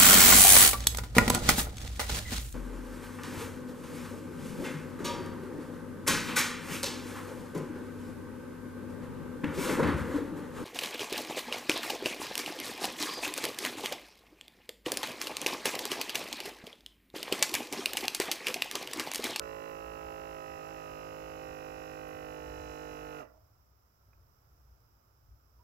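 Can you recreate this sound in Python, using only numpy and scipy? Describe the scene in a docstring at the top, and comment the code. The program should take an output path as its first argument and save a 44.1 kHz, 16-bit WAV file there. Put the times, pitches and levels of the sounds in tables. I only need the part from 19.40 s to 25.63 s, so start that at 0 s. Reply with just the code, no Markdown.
"""A quiet room: a small diaphragm air pump inflates an arm cuff close to the right microphone of a phone.
Hum orders, valve flap, brush ticks, bearing whine and hiss follow one shaft, which slows as pressure builds.
Then the power is cut, the pump runs down and a valve knocks; ringing noise bursts make all the small blows.
Coloured noise makes the room's rumble and hiss, which stay. The left microphone is shadowed by the phone
and hears the pump late."""
import sys
import numpy as np
from scipy import signal
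from scipy.fft import rfft, irfft, next_fast_len
from scipy.io import wavfile
from scipy.ndimage import map_coordinates

SR = 44100
rng = np.random.default_rng(int(sys.argv[2]) if len(sys.argv) > 2 else 0)


def persist_wave(psi):
    """Save psi, clipped to +-1, as 16-bit WAV."""
    counts = np.round(np.clip(psi, -1, 1) * 32767).astype(np.int16)
    wavfile.write(sys.argv[1], SR, np.atleast_2d(counts).T)


def ratio(d):
    """dB to gain"""
    e = np.asarray(d, float) / 20
    return 10 ** e


N = 274743  # samples


def unit(x):
    """Scaled to rms 1."""
    return x / np.sqrt(np.mean(x ** 2) + 1e-20)


def along(points, hz, column=1):
    """Values of a table read on a log-frequency axis."""
    p = np.transpose(points)
    return np.interp(np.log(hz + 1), np.log(p[0] + 1), p[column])


def wobble(rate):
    """A smooth random curve, rate knots a second."""
    knots = rng.standard_normal(int(N * rate / SR) + 4)
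    return map_coordinates(knots, [np.arange(N) * rate / SR])


def bumps(rows):
    """A sum of brief bell-shaped rises or dips (time [s], height, width [s])."""
    t = np.arange(N) / SR
    return sum(height * np.exp(-((t - s) / width) ** 2) for s, height, width in rows)


def filtered(x, response):
    """x times a complex response of frequency."""
    m = next_fast_len(N + SR // 2)
    return irfft(rfft(x, m) * response(np.fft.rfftfreq(m, 1 / SR)), m)[..., :N]


def modes(table):
    """Causal response of a set of resonances, neighbours in opposite sign."""
    def response(f):
        return sum((-1) ** k * ratio(db) * 1j * f * width / (centre ** 2 - f ** 2 + 1j * f * width)
                   for k, (centre, width, db) in enumerate(table))
    return response


# room noise at the two microphones: (frequency [Hz], left level [dB per Hz], right level [dB per Hz]);
# the lows keep only this shape, their level is set by rumble_db
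ROOM_NOISE = [(29.81, -100, -102), (40.6, -106.5, -105), (56.6, -80, -80.5), (75, -88.5, -93),
              (100.5, -90, -88), (190, -104, -105), (626, -107, -103), (1018.7, -106, -103),
              (1341.2, -107, -100), (1710, -116, -113), (3366, -122, -121), (4763, -123, -120),
              (4910, -124, -107), (6140, -127, -111), (6200, -130, -121), (7570, -130, -115),
              (8440, -131, -133), (9940, -128, -126), (11370, -123, -116), (14100, -118, -110),
              (15700, -116, -112)]
# likeness of the noise at the two microphones: (frequency [Hz], correlation [-1 to 1])
LIKENESS = [(60, 0.98), (240, 0.85), (950, -0.26), (3770, -0.074), (15000, -0.046)]
# swells of the rumble: (time [s], rise [dB], width [s])
RUMBLE_SWELLS = [(2.1, 9, .06), (3.1, 7.5, 0.24), (4.2, 5.5, 0.17), (4.86, 4, 0.046), (5.2, 2.5, 0.24),
                 (5.93, 9, 0.052)]


def room():
    """Nearly steady hiss and a swelling rumble, alike at both microphones only in the bass."""
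    def shares(f):
        angle = np.arccos(np.clip(along(LIKENESS, f), -1, 1)) / 2
        return np.array([np.cos(angle), np.sin(angle)])

    def colour(f):
        return ratio([along(ROOM_NOISE, f, column=1), along(ROOM_NOISE, f, column=2)]) * np.sqrt(SR / 2)

    mid, side = filtered(rng.standard_normal((2, N)), shares)
    air = filtered(np.array([mid + side, mid - side]), colour)
    low = filtered(air, lambda f: 1 / (1 + (f / 135) ** 8))
    _, drive_db, _ = shaft()
    # the rumble is 6.5 dB stronger while the pump runs
    rumble_db = -67.5 + 6.5 * ratio(drive_db) + bumps(RUMBLE_SWELLS) + 2.4 * wobble(6)
    hiss_swell = ratio(0.6 * wobble(2.5))
    return (air - low) * hiss_swell + ratio(rumble_db) * unit(low)


# how fast the room's answer dies: (frequency [Hz], t60 [s])
WALL_DECAY = [(200, 0.55), (1000, 0.67), (2500, 0.19), (12000, 0.024)]


def walls(x):
    """The room's answer, noise in which each frequency dies at its own speed, different on the two sides."""
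    hz, t, z = signal.stft(rng.standard_normal((2, SR // 2)), SR, nperseg=256)
    decay = ratio(-60 * t / along(WALL_DECAY, hz)[:, None])
    tail = signal.istft(z * decay, SR, nperseg=256)[1]
    late = np.pad(x, (200, 0))  # samples until the walls answer
    return signal.fftconvolve(late[None], tail / np.linalg.norm(tail[0]), axes=1)[:, :N]


# blows of each kind: (time [s], peak level at the right microphone [dB])
VALVE = [(3.804, -45), (3.817, -39), (3.848, -46)]
FIZZ = [(1.51, -66), (2.681, -54)]
TICK = [(4.731, -55)]
BLIP = [(6.191, -64.5)]
# resonances of each kind, passed twice: (frequency [Hz], width per pass [Hz], level per pass [dB])
VALVE_RING = [(615, 110, 0), (1400, 1100, -12)]
FIZZ_RING = [(11800, 3400, 0)]
TICK_RING = [(1250, 1100, 0), (2550, 300, -1)]
BLIP_RING = [(980, 70, 0)]


def knocks():
    """Short decaying noise bursts, each kind ringing its own resonances."""
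    # (blows, resonances, t60 of the burst [s], left level relative to right [dB])
    kinds = [(VALVE, VALVE_RING, 0.04, -9), (FIZZ, FIZZ_RING, 0.11, 3),
             (TICK, TICK_RING, 0.022, -11), (BLIP, BLIP_RING, 0.08, -5)]
    out = np.zeros((2, N + SR))
    t = np.arange(SR // 8) / SR
    hz = np.fft.rfftfreq(SR // 2, 1 / SR)
    for rows, ring, t60, left_db in kinds:
        for s, peak_db in rows:
            burst = ratio(-60 * t / t60) * rng.standard_normal(len(t))
            blow = irfft(rfft(burst, SR // 2) * modes(ring)(hz) ** 2)[:len(t)]
            gain = ratio(peak_db + np.array([[left_db], [0]]))
            out[:, round(s * SR):][:, :len(t)] += gain * blow / abs(blow).max()
    return out[:, :N]


# the load changes for a moment and the shaft spurts or dips: (time [s], gain [turns per s], width [s])
SPURTS = [(0.0, 0.4, 0.071), (.26, 0.42, 0.046), (.53, 0.32, 0.049), (.87, 0.21, 0.086),
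          (1.22, -.25, 0.0405), (1.305, 0.97, .045), (1.9, 0.19, .1), (2.45, .3, .12), (2.75, .12, .3),
          (3.42, 0.28, 0.061), (3.66, 0.37, .05)]


def shaft():
    """Speed [turns per s], drive [dB] and cuff pressure (0 slack, 1 tight): the load slows the motor."""
    free_hz, loaded_hz, sag_s = 54.44, 49.11, 3.1  # turns per s, turns per s, time constant
    cut_s = 3.797  # the power is cut
    t = np.arange(N) / SR
    coast = np.maximum(t - cut_s, 0)
    speed = loaded_hz + (free_hz - loaded_hz) * np.exp(-t / sag_s) + bumps(SPURTS)
    speed = speed - 245 * coast  # braking, turns per s lost each second
    drive_db = -138 * coast - 2800 * coast ** 2
    pressure = np.minimum(t / cut_s, 1)
    return np.maximum(speed, 1), np.maximum(drive_db, -200), pressure


def strikes(turns, places, scatter_db):
    """Impulses at fixed places (share of a turn, level [dB]) of every turn, set between samples."""
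    place, db = np.transpose(places)
    whole = np.arange(1, int(turns[-1]))[:, None]
    at = np.interp(whole + place, turns, np.arange(N)).ravel()
    size = ratio(db + scatter_db * rng.standard_normal((len(whole), len(place)))).ravel()
    # windowed sinc around each fractional sample
    taps = np.floor(at)[:, None] + np.arange(-7, 9)
    offset = taps - at[:, None]
    kernel = np.sinc(offset) * np.cos(offset * np.pi / 17) ** 2
    return np.bincount(taps.astype(int).ravel(), (kernel * size[:, None]).ravel(), N + 16)[:N]


# air and brush hiss, also the tilt of the whine: (frequency [Hz], level [dB per Hz])
HISS = [(120, -105), (240, -89), (400, -86), (800, -92), (1050, -90), (1450, -93), (1700, -97),
        (2900, -100), (3250, -106), (4900, -103), (7600, -105), (8200, -124), (8800, -128), (9300, -112),
        (11500, -103), (15600, -107)]


def air_hiss(turns):
    """Air and brush noise that puffs three times a turn."""
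    puff = unit(1 + 0.16 * np.cos(2 * np.pi * 3 * (turns - 0.27)))
    return filtered(puff * rng.standard_normal(N), lambda f: ratio(along(HISS, f)) * np.sqrt(SR / 2))


# resonances of the motor can: (frequency [Hz], width [Hz], relative level [dB])
MOTOR_CAN = [(3190, 260, -24), (4010, 65, -0.5), (4900, 36, 2), (5120, 190, 0), (5710, 180, 2.5),
             (5960, 170, 0), (6260, 250, 1), (6960, 330, -5), (7620, 580, -2)]


def bearing_whine(turns):
    """The same small flaws of shaft and bearing pass on every turn: thin lines at high orders."""
    t = np.arange(N) / SR
    flaws = strikes(turns, rng.random((40, 2)) * [1, -6], scatter_db=1)
    ringing = filtered(flaws, lambda f: modes(MOTOR_CAN)(f) * ratio(along(HISS, f)) * (f > 2900))
    level_db = -64.5 - 0.16 * t + 1.4 * wobble(2.42)
    return ratio(level_db) * unit(ringing)


# three commutator segments, each with a make and a weaker break: (place [share of a turn], relative level [dB])
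BRUSH = [(.03, -6), (.25, 0), (.38, -6), (.59, 0), (.7, -4), (.92, -2)]


def brush_ticks(turns):
    """Brushes make and break contact with the segments, a treble tick each time."""
    ticks = strikes(turns, BRUSH, scatter_db=1.5)
    ring = modes([(11400, 1200, 0)])
    return ratio(-71.5) * unit(filtered(ticks, lambda f: ring(f) ** 2 * (f > 9000)))


# the flap's slap and its rebounds: (place [share of a turn], relative level [dB])
FLAP = [(.052, 0), (.174, -7), (.456, -12), (.86, -10)]
# housing modes rung by the flap: (frequency [Hz], width [Hz], relative level [dB])
HOUSING = [(1762, 156, 0), (1981, 69, 7), (2160, 240, -4.5), (2466, 130, -3.5), (2556, 43, 6.5),
           (2676, 305, 5), (2962, 310, -6)]


def valve_flap(turns):
    """The flap slaps and rebounds on every turn and rings the housing."""
    slaps = strikes(turns, FLAP, scatter_db=0.5)
    return ratio(-56) * unit(filtered(slaps, lambda f: modes(HOUSING)(f) * (f > 1640)))


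# hum orders before standing waves and waver:
# (multiple of the shaft, level with the cuff slack [dB], level with it tight [dB])
HUM = [(1, -61, -62), (2, -67, -64), (3, -58, -55), (4, -75, -79), (5, -59, -61), (6, -57, -50),
       (7, -58, -67), (8, -48, -59), (9, -61, -50), (10, -49, -61), (11, -57, -70), (12, -56, -60),
       (13, -59, -60), (14, -60, -54), (15, -51, -43), (16, -55, -67), (17, -60, -52), (18, -55, -61),
       (19, -51, -69), (20, -68, -62), (21, -54, -58), (22, -59, -58), (23, -58, -58), (24, -41, -68),
       (25, -60, -52), (26, -60, -60), (27, -53, -60), (28, -77, -44), (29, -75, -66), (30, -74, -67),
       (31, -66, -71), (32, -72, -69)]
# standing waves of the room that the orders slide across: (frequency [Hz], width [Hz], gain [dB])
STANDING = [(477, 8, -9.8), (513, 40, 10.5), (627, 24, 9.4), (756, 14, -16.4), (783, 8, -4.5),
            (828, 14, -14.3), (939, 40, -9.7), (1107, 24, -11.5), (1173, 14, -6.1), (1302, 24, -11.6),
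            (1425, 14, -9.0), (1452, 40, -12.6), (1500, 40, 10.0), (1548, 40, 10.4)]


def order_lag(k):
    """Phase lag [turns of the order's own cycle] that shapes the pulse within a turn."""
    if k < 19:  # higher orders come later in the stroke, which spreads the pulse over the turn
        return 0.461 * k + 0.0535 * k * k
    # the upper orders bunch into three strokes a turn, the strongest as the valve opens near its end
    return 0.89 * k - 0.005 * (k - 25) ** 2 + 0.19 * np.sin(2 * np.pi * k / 3)


def shaft_hum(turns, speed, pressure):
    """Harmonics of the shaft, each sliding from its slack to its tight level and across standing waves."""
    t = np.arange(N) / SR
    step = slice(None, None, 256)  # standing-wave gain is worked out on a coarse grid
    hum = np.zeros(N)
    for k, slack_db, tight_db in HUM:
        f = k * speed[step]
        standing_db = sum(db / (1 + (2 * (f - centre) / width) ** 2) for centre, width, db in STANDING)
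        standing = np.interp(t, t[step], ratio(standing_db))
        level_db = slack_db + (tight_db - slack_db) * pressure + 0.4 * wobble(3.03)
        wave = np.cos(2 * np.pi * (k * turns - order_lag(k)))
        hum += np.sqrt(2) * ratio(level_db) * standing * wave
    return hum


def pump():
    """Hum and rattle, locked to one shaft; the hum fades faster than the rest in the run-down."""
    speed, drive_db, pressure = shaft()
    turns = np.cumsum(speed) / SR
    hum = shaft_hum(turns, speed, pressure)
    rattle = valve_flap(turns) + brush_ticks(turns) + bearing_whine(turns) + air_hiss(turns)
    return ratio(1.12 * drive_db) * hum, ratio(drive_db) * rattle


# the phone shadows the left microphone: (frequency [Hz], gain [dB])
SHADOW = [(55, -21), (160, -13), (300, -7), (950, -11.5), (1500, -6.5), (1750, -14), (2600, -12.5),
          (3050, -21.5), (3800, -9.5), (4500, -27.5), (5500, -51), (7800, -42), (9000, -53), (15000, -7)]


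def left_microphone(x):
    """The pump at the shadowed microphone: duller, and late by a path some 16 cm longer."""
    lag_s = 0.00046
    return filtered(x, lambda f: ratio(along(SHADOW, f)) * np.exp(-2j * np.pi * f * lag_s))


def scene():
    """The pump and the knocks, direct and off the walls, over the room."""
    hum, rattle = pump()
    blows = knocks()
    right, left = hum + rattle + walls(ratio(-21) * hum + ratio(-10) * rattle)
    echoes = ratio([[-20], [-12]]) * walls(blows[1])  # left, right
    return np.array([left_microphone(left), right]) + blows + echoes + room()


def top_cut(x):
    """Nothing passes above the cut-off."""
    return signal.sosfilt(signal.butter(12, 15750, fs=SR, output="sos"), x)


def record(dry):
    """The finished mix of both microphones, as the phone keeps it."""
    return top_cut(dry)


dry = scene()
out = record(dry)
persist_wave(out)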